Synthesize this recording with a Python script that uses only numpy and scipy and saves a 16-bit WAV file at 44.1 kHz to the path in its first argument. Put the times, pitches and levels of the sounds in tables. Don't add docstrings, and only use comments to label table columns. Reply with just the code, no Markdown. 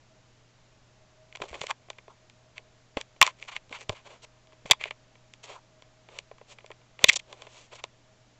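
import sys
import numpy as np
from scipy import signal
from scipy.fft import rfft, irfft
from scipy.io import wavfile

SR = 44100
rng = np.random.default_rng(int(sys.argv[2]) if len(sys.argv) > 2 else 0)


def output_pcm(signal):
    pcm = np.clip(np.atleast_2d(signal).T, -1, 1) * 32767
    wavfile.write(sys.argv[1], SR, np.round(pcm).astype(np.int16))


N = 369999

TOUCHES = {"pad": (.002, 14, 7, -9, -16), "flat": (.003, 6, 1.5, -2.5, -13),
           "wall": (.0009, -20, 7, -5, -7), "scuff": (.0024, -9, -6, -7, -17),
           "rim": (.0005, -24, -17, -8, -17), "tip": (.0006, -12, -13, -2, -2),
           "nail": (.0006, 1.5, 2, 3.5, -1)}
SLIDES = {"grip": (.75, 12, 6, 2, -3), "creak": (.88, -5, -7, -6, -6), "hollow": (.5, 6, 20, 1, 1),
          "brush": (.25, 2.5, 1.5, -2, -7), "airy": (.3, -2, -3, 0, -.5),
          "dry": (.22, -16, -1.5, -4.5, -12), "ring": (.45, -15, -15, -10, -19),
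          "squeak": (.07, -28, -21, -2.5, -8.5), "hiss": (.1, -4, -5, 9, 12)}


def snaps(level_db):
    # (time [s], level [dB], chatter [s], lap time [s],
    # returning share [negative = upside down], hollow [dB], knock [dB], edge [dB], crack [dB])
    buckles = [(3.2143, -6, .002, .00035, .3, -34, 0, -7, -9.5),
               (3.2262, -10, .0017, .00035, .25, -28, 8, 4.5, 1),
               (4.7108, -9.5, .0005, .00072, -.45, -13, 2, 8, 6),
               (4.7156, -11.5, .0026, .00072, -.45, -18, -7, 4, 0),
               (7.0414, -9, .00056, .00069, -.4, -5, -9, 3, 2),
               (7.0431, -11, .0007, .00069, -.4, -24, -12, 4, -5),
               (7.096, -13, .0006, .0005, .2, -36, -24, -35, -13)]
    rise_s, fall_s, strain_db = .005, .006, -27
    out = np.zeros(N)
    for s, db, chatter_s, lap_s, lap_share, *colour_db in buckles:
        snap = blow(db + level_db, chatter_s, colour_db)
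        samples = np.arange(len(snap))
        returning = np.interp(samples - lap_s * SR, samples, snap)
        add(out, s, snap.std() * rms_one(snap + lap_share * returning))
        add(out, s - rise_s, stroke(rise_s, fall_s, db + strain_db, SLIDES["brush"]))
    return out


def taps(level_db):
    # (time [s], level [dB], touch [name])
    landings = [(1.3255, -48.5, "rim"), (1.3517, -41, "scuff"), (1.3577, -43.5, "tip"),
                (1.3709, -48, "nail"), (1.401, -44, "pad"), (1.4175, -32.5, "flat"),
                (1.4205, -33.5, "wall"), (1.437, -41, "pad"), (1.5288, -38, "pad"), (1.542, -40, "scuff"),
                (1.553, -40, "flat"), (1.6147, -31.5, "nail"), (1.6379, -36, "pad"), (1.6682, -36.5, "tip"),
                (1.7053, -30, "wall"), (1.71, -27, "wall"), (1.885, -51, "pad"), (1.9016, -36, "nail"),
                (1.9845, -45.5, "scuff"), (2.0798, -46, "pad"), (2.298, -54, "tip"), (2.58, -38.5, "rim"),
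                (2.9705, -26.5, "flat"), (3.0121, -36.5, "tip"), (3.2654, -27, "tip"),
                (3.2752, -26.5, "wall"), (3.4255, -38, "rim"), (3.5643, -30.5, "rim"),
                (3.726, -37, "scuff"), (3.8937, -28, "nail"), (3.8984, -32.5, "pad"), (4.6567, -41, "flat"),
                (4.6995, -33, "flat"), (4.7324, -32, "wall"), (4.81, -39.5, "scuff"), (4.8386, -28, "rim"),
                (4.8554, -37, "flat"), (4.9082, -33.5, "scuff"), (5.3368, -47, "tip"),
                (5.8219, -51.5, "nail"), (6.0871, -48.5, "flat"), (6.1876, -34.5, "tip"),
                (6.3131, -43.5, "pad"), (6.4129, -47, "pad"), (6.5854, -47.5, "scuff"), (6.643, -48, "pad"),
                (6.662, -51, "tip"), (6.7035, -42, "pad"), (6.7149, -44.5, "scuff"),
                (6.991, -42.5, "scuff"), (7.1047, -36, "tip"), (7.1145, -37, "rim"), (7.122, -39, "tip"),
                (7.14, -36, "tip"), (7.3272, -42, "nail"), (7.4204, -43, "nail"), (7.4681, -45.5, "flat"),
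                (7.8392, -33, "nail")]
    rise_s, fall_s, drag_db, slip_share = .007, .022, -17.5, .4
    out = np.zeros(N)
    for s, db, touch in landings:
        chatter_s, *colour_db = TOUCHES[touch]
        add(out, s, blow(db + level_db, chatter_s, colour_db))
        add(out, s - rise_s, stroke(rise_s, fall_s, db + drag_db, (slip_share, *colour_db)))
    return out


def rubs(level_db):
    # (time of hardest press [s], rise [s], fall [s], level [dB], slide [name])
    strokes = [(1.44, .047, .043, -41, "grip"), (1.487, .015, .056, -46, "creak"),
               (1.544, .024, .05, -39.5, "grip"), (1.635, .066, .043, -41, "creak"),
               (1.695, .02, .012, -39, "dry"), (1.704, .023, .015, -31, "hollow"),
               (2.102, .012, .035, -50.5, "hollow"), (2.575, .025, .018, -49, "dry"),
               (2.981, .01, .03, -41, "brush"), (3.009, .012, .008, -40, "brush"),
               (3.234, .0045, .085, -30.5, "dry"), (3.43, .071, .099, -52, "creak"),
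               (3.485, .01, .022, -35.5, "dry"), (3.52, .012, .034, -39.5, "dry"),
               (3.559, .015, .02, -38.5, "dry"), (3.711, .01, .02, -44, "grip"),
               (3.751, .034, .036, -37.5, "dry"), (3.805, .03, .045, -43, "creak"),
               (3.927, .025, .017, -42, "grip"), (3.96, .022, .062, -48, "dry"),
               (4.072, .031, .01, -44, "brush"), (4.115, .051, .074, -48, "brush"),
               (4.247, .032, .006, -44, "airy"), (4.665, .009, .046, -45, "creak"),
               (4.816, .026, .045, -38, "ring"), (4.879, .045, .017, -41, "ring"),
               (5.439, .012, .035, -42, "airy"), (5.508, .058, .069, -41.5, "brush"),
               (5.557, .009, .042, -44, "hollow"), (6.17, .1, .044, -48.5, "brush"),
               (6.522, .053, .026, -47, "airy"), (7.035, .041, .012, -39.5, "brush"),
               (7.069, .022, .045, -36, "squeak"), (7.0913, .0097, .011, -8, "squeak"),
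               (7.132, .0052, .0085, -25.5, "hiss"), (7.161, .0065, .015, -20.5, "hiss"),
               (7.197, .0076, .007, -36, "squeak"), (7.321, .068, .041, -49, "grip"),
               (7.42, .095, .09, -51.5, "brush"), (7.582, .13, .11, -50, "airy"),
               (7.737, .028, .008, -41, "brush"), (7.756, .017, .026, -45, "airy"),
               (7.794, .019, .018, -45, "dry")]
    out = np.zeros(N)
    for s, rise_s, fall_s, db, slide in strokes:
        add(out, s - rise_s, stroke(rise_s, fall_s, db + level_db, SLIDES[slide]))
    return out


def thumps(level_db, cutoff_hz, shove_share):
    # (time [s], level [dB], pitch [Hz], time to fade by 60 dB [s])
    pushes = [(1.412, -36, 150, .021), (1.513, -41, 58.4, .14), (1.613, -36, 120, .03),
              (2.9703, -17, 285, .017), (3.2155, -24.5, 85, .03), (3.709, -39, 260, .03),
              (3.8947, -25.5, 98, .072), (4.654, -35, 150.4, .026), (4.710, -23.5, 110, .038),
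              (7.0395, -24.5, 50, .034), (7.084, -35, 129.9, .025)]
    out, t = np.zeros(N), np.arange(SR // 8) / SR
    for s, db, hz, fade_s in pushes:
        swing = np.cos(2 * np.pi * hz * t) + shove_share
        add(out, s, from_db(db + level_db - 60 * t / fade_s) * swing)
    return low_pass(out, cutoff_hz)


def faint_ticks(level_db, spread_db, count, between_s):
    out, touches = np.zeros(N), list(TOUCHES.values())
    for k, (when, softness) in enumerate(rng.random((count, 2))):
        chatter_s, *colour_db = touches[k % len(touches)]
        tick = blow(level_db - spread_db * softness, chatter_s, colour_db, build_s=.0006)
        add(out, np.interp(when, [0, 1], between_s), tick)
    return out


def blow(db, chatter_s, colour_db, build_s=.00062):
    t = np.arange(SR // 20) / SR
    chatter = rng.standard_normal(len(t)) * (1 - np.exp(-t / build_s)) * np.exp(-t / chatter_s)
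    force = chatter / np.linalg.norm(chatter) + (t == 0)
    gain = from_db(db) * np.sqrt(.01 / t[-1])
    return gain * shell(force, colour_db, damping=1.5)


def stroke(rise_s, fall_s, db, slide, slips_per_s=900, spread_db=4.5):
    t = np.arange(SR // 3) / SR
    slip_share, *colour_db = slide
    slips = (rng.random(len(t)) < slips_per_s / SR) * rng.choice([-1, 1], len(t))
    slip_sizes = from_db(spread_db * np.minimum(rng.exponential(1, len(t)), 3))
    smooth = rng.standard_normal(len(t))
    friction = np.sqrt(slip_share) * rms_one(slips * slip_sizes) + np.sqrt(1 - slip_share) * smooth
    length = round((rise_s + fall_s) * SR) + SR // 100
    pressure = np.interp(t[:length] - rise_s, [-rise_s, 0, fall_s], [0, 1, 0])
    gain = from_db(db) * np.sqrt(np.mean(pressure ** 2))
    return gain * shell(friction[:length] * pressure, colour_db, damping=3.9)


def shell(force, colour_db, damping):
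    # (pitch [Hz], width before damping [Hz], level [dB])
    tones = [(402, 320, -5), (596.5, 250, -1), (857, 170, -5), (1040, 63, -3), (1270, 570, -8.5),
             (1720, 430, -8), (2137, 190, -2.5), (2397, 220, -1), (2896, 600, -2), (3447, 210, -1.5),
             (4020, 280, -6), (4700, 200, -8), (5640, 290, -6), (7220, 560, -3.5)]
    # (hollow [Hz], knock [Hz], ring [Hz], edge [Hz], crack [Hz])
    ranges_hz = [500, 1050, 2200, 3400, 5800]
    hollow, knock, edge, crack = colour_db
    out = 0
    for k, (hz, width_hz, db) in enumerate(tones):
        place_db = np.interp(np.log(hz), np.log(ranges_hz), [hollow, knock, 0, edge, crack])
        tone = resonate(force, hz, width_hz * damping)
        tone = resonate(tone, hz, .25 * hz)
        out = out + (-1) ** k * from_db(db + place_db) * rms_one(tone)
    bass_cut = signal.butter(1, 222, "high", fs=SR)
    return rms_one(signal.lfilter(*bass_cut, out))


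def room(x, cutoff_hz, fade_s):
    t = np.arange(SR // 3) / SR
    echoes = rng.standard_normal(len(t)) * from_db(-60 * t / fade_s) * (t > .005)
    tail = low_pass(echoes, cutoff_hz)
    return signal.fftconvolve(x, tail / np.linalg.norm(tail))[:N]


def hiss(level_db):
    # (frequency [Hz], relative level [dB])
    spectrum = [(20, 0), (50, -6.5), (100, -7), (200, -9), (400, -12.5), (800, -13.5), (1300, -17),
                (2500, -19), (5000, -22.5), (7200, -23), (8000, -32), (9000, -54)]
    hz, db = np.transpose(spectrum)
    gains = from_db(np.interp(np.log(np.fft.rfftfreq(N, 1 / SR) + 1), np.log(hz), db))
    return from_db(level_db) * rms_one(irfft(rfft(rng.standard_normal(N)) * gains, N))


def mains_hum(level_db, hz):
    t = np.arange(N) / SR
    return from_db(level_db) * np.sqrt(2) * np.sin(2 * np.pi * hz * t)


def whine(level_db, hz, width_hz):
    # (time [s], level [dB])
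    swells = [(0, -68.5), (.55, -78), (1.15, -65.5), (1.9, -70), (2.3, -72), (2.6, -68), (3.6, -71),
              (5.0, -71), (6.5, -72.5), (8.39, -71.5)]
    swell_db = np.interp(np.arange(N) / SR, *np.transpose(swells))
    band = resonate(rng.standard_normal(N), hz, width_hz)
    return from_db(level_db + swell_db) * rms_one(resonate(band, hz, width_hz))


def from_db(db):
    return 10 ** (np.asarray(db) / 20)


def rms_one(x):
    return x / np.sqrt(np.mean(x ** 2) + 1e-20)


def add(out, s, sound):
    at = max(round(s * SR), 0)
    out[at:at + len(sound)] += sound[:max(N - at, 0)]


def resonate(x, hz, width_hz):
    r = np.exp(-np.pi * width_hz / SR)
    feedback = [1, -2 * r * np.cos(2 * np.pi * hz / SR), r * r]
    return signal.lfilter(np.array([1, 0, -1]) * (1 - r * r) / 2, feedback, x + 1e-18)


def low_pass(x, hz):
    return signal.sosfilt(signal.butter(2, hz, fs=SR, output="sos"), x)


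def scene():
    background = hiss(level_db=-62.5) + mains_hum(level_db=-66.5, hz=120)
    background += whine(level_db=.8, hz=630, width_hz=22)
    handling = snaps(level_db=-1.46) + taps(level_db=-1.46) + rubs(level_db=-2.8)
    handling += thumps(level_db=-1.5, cutoff_hz=450, shove_share=.31)
    handling += faint_ticks(level_db=-57, spread_db=7, count=18, between_s=(1.3, 7.8))
    echoes = from_db(-36) * room(handling, cutoff_hz=3940, fade_s=.1)
    return (handling + echoes + background)[None]


def record(dry):
    input_hz, overload, output_hz = 8100, .7, 16600
    input_filter = signal.firwin(91, input_hz, window=("kaiser", 8), fs=SR)
    output_filter = signal.firwin(255, output_hz, window=("kaiser", 9), fs=SR)
    narrow = signal.fftconvolve(dry, input_filter[None], "same")
    clipped = np.clip(narrow, -overload, overload)
    return signal.fftconvolve(clipped, output_filter[None], "same")


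dry = scene()
out = record(dry)
output_pcm(out)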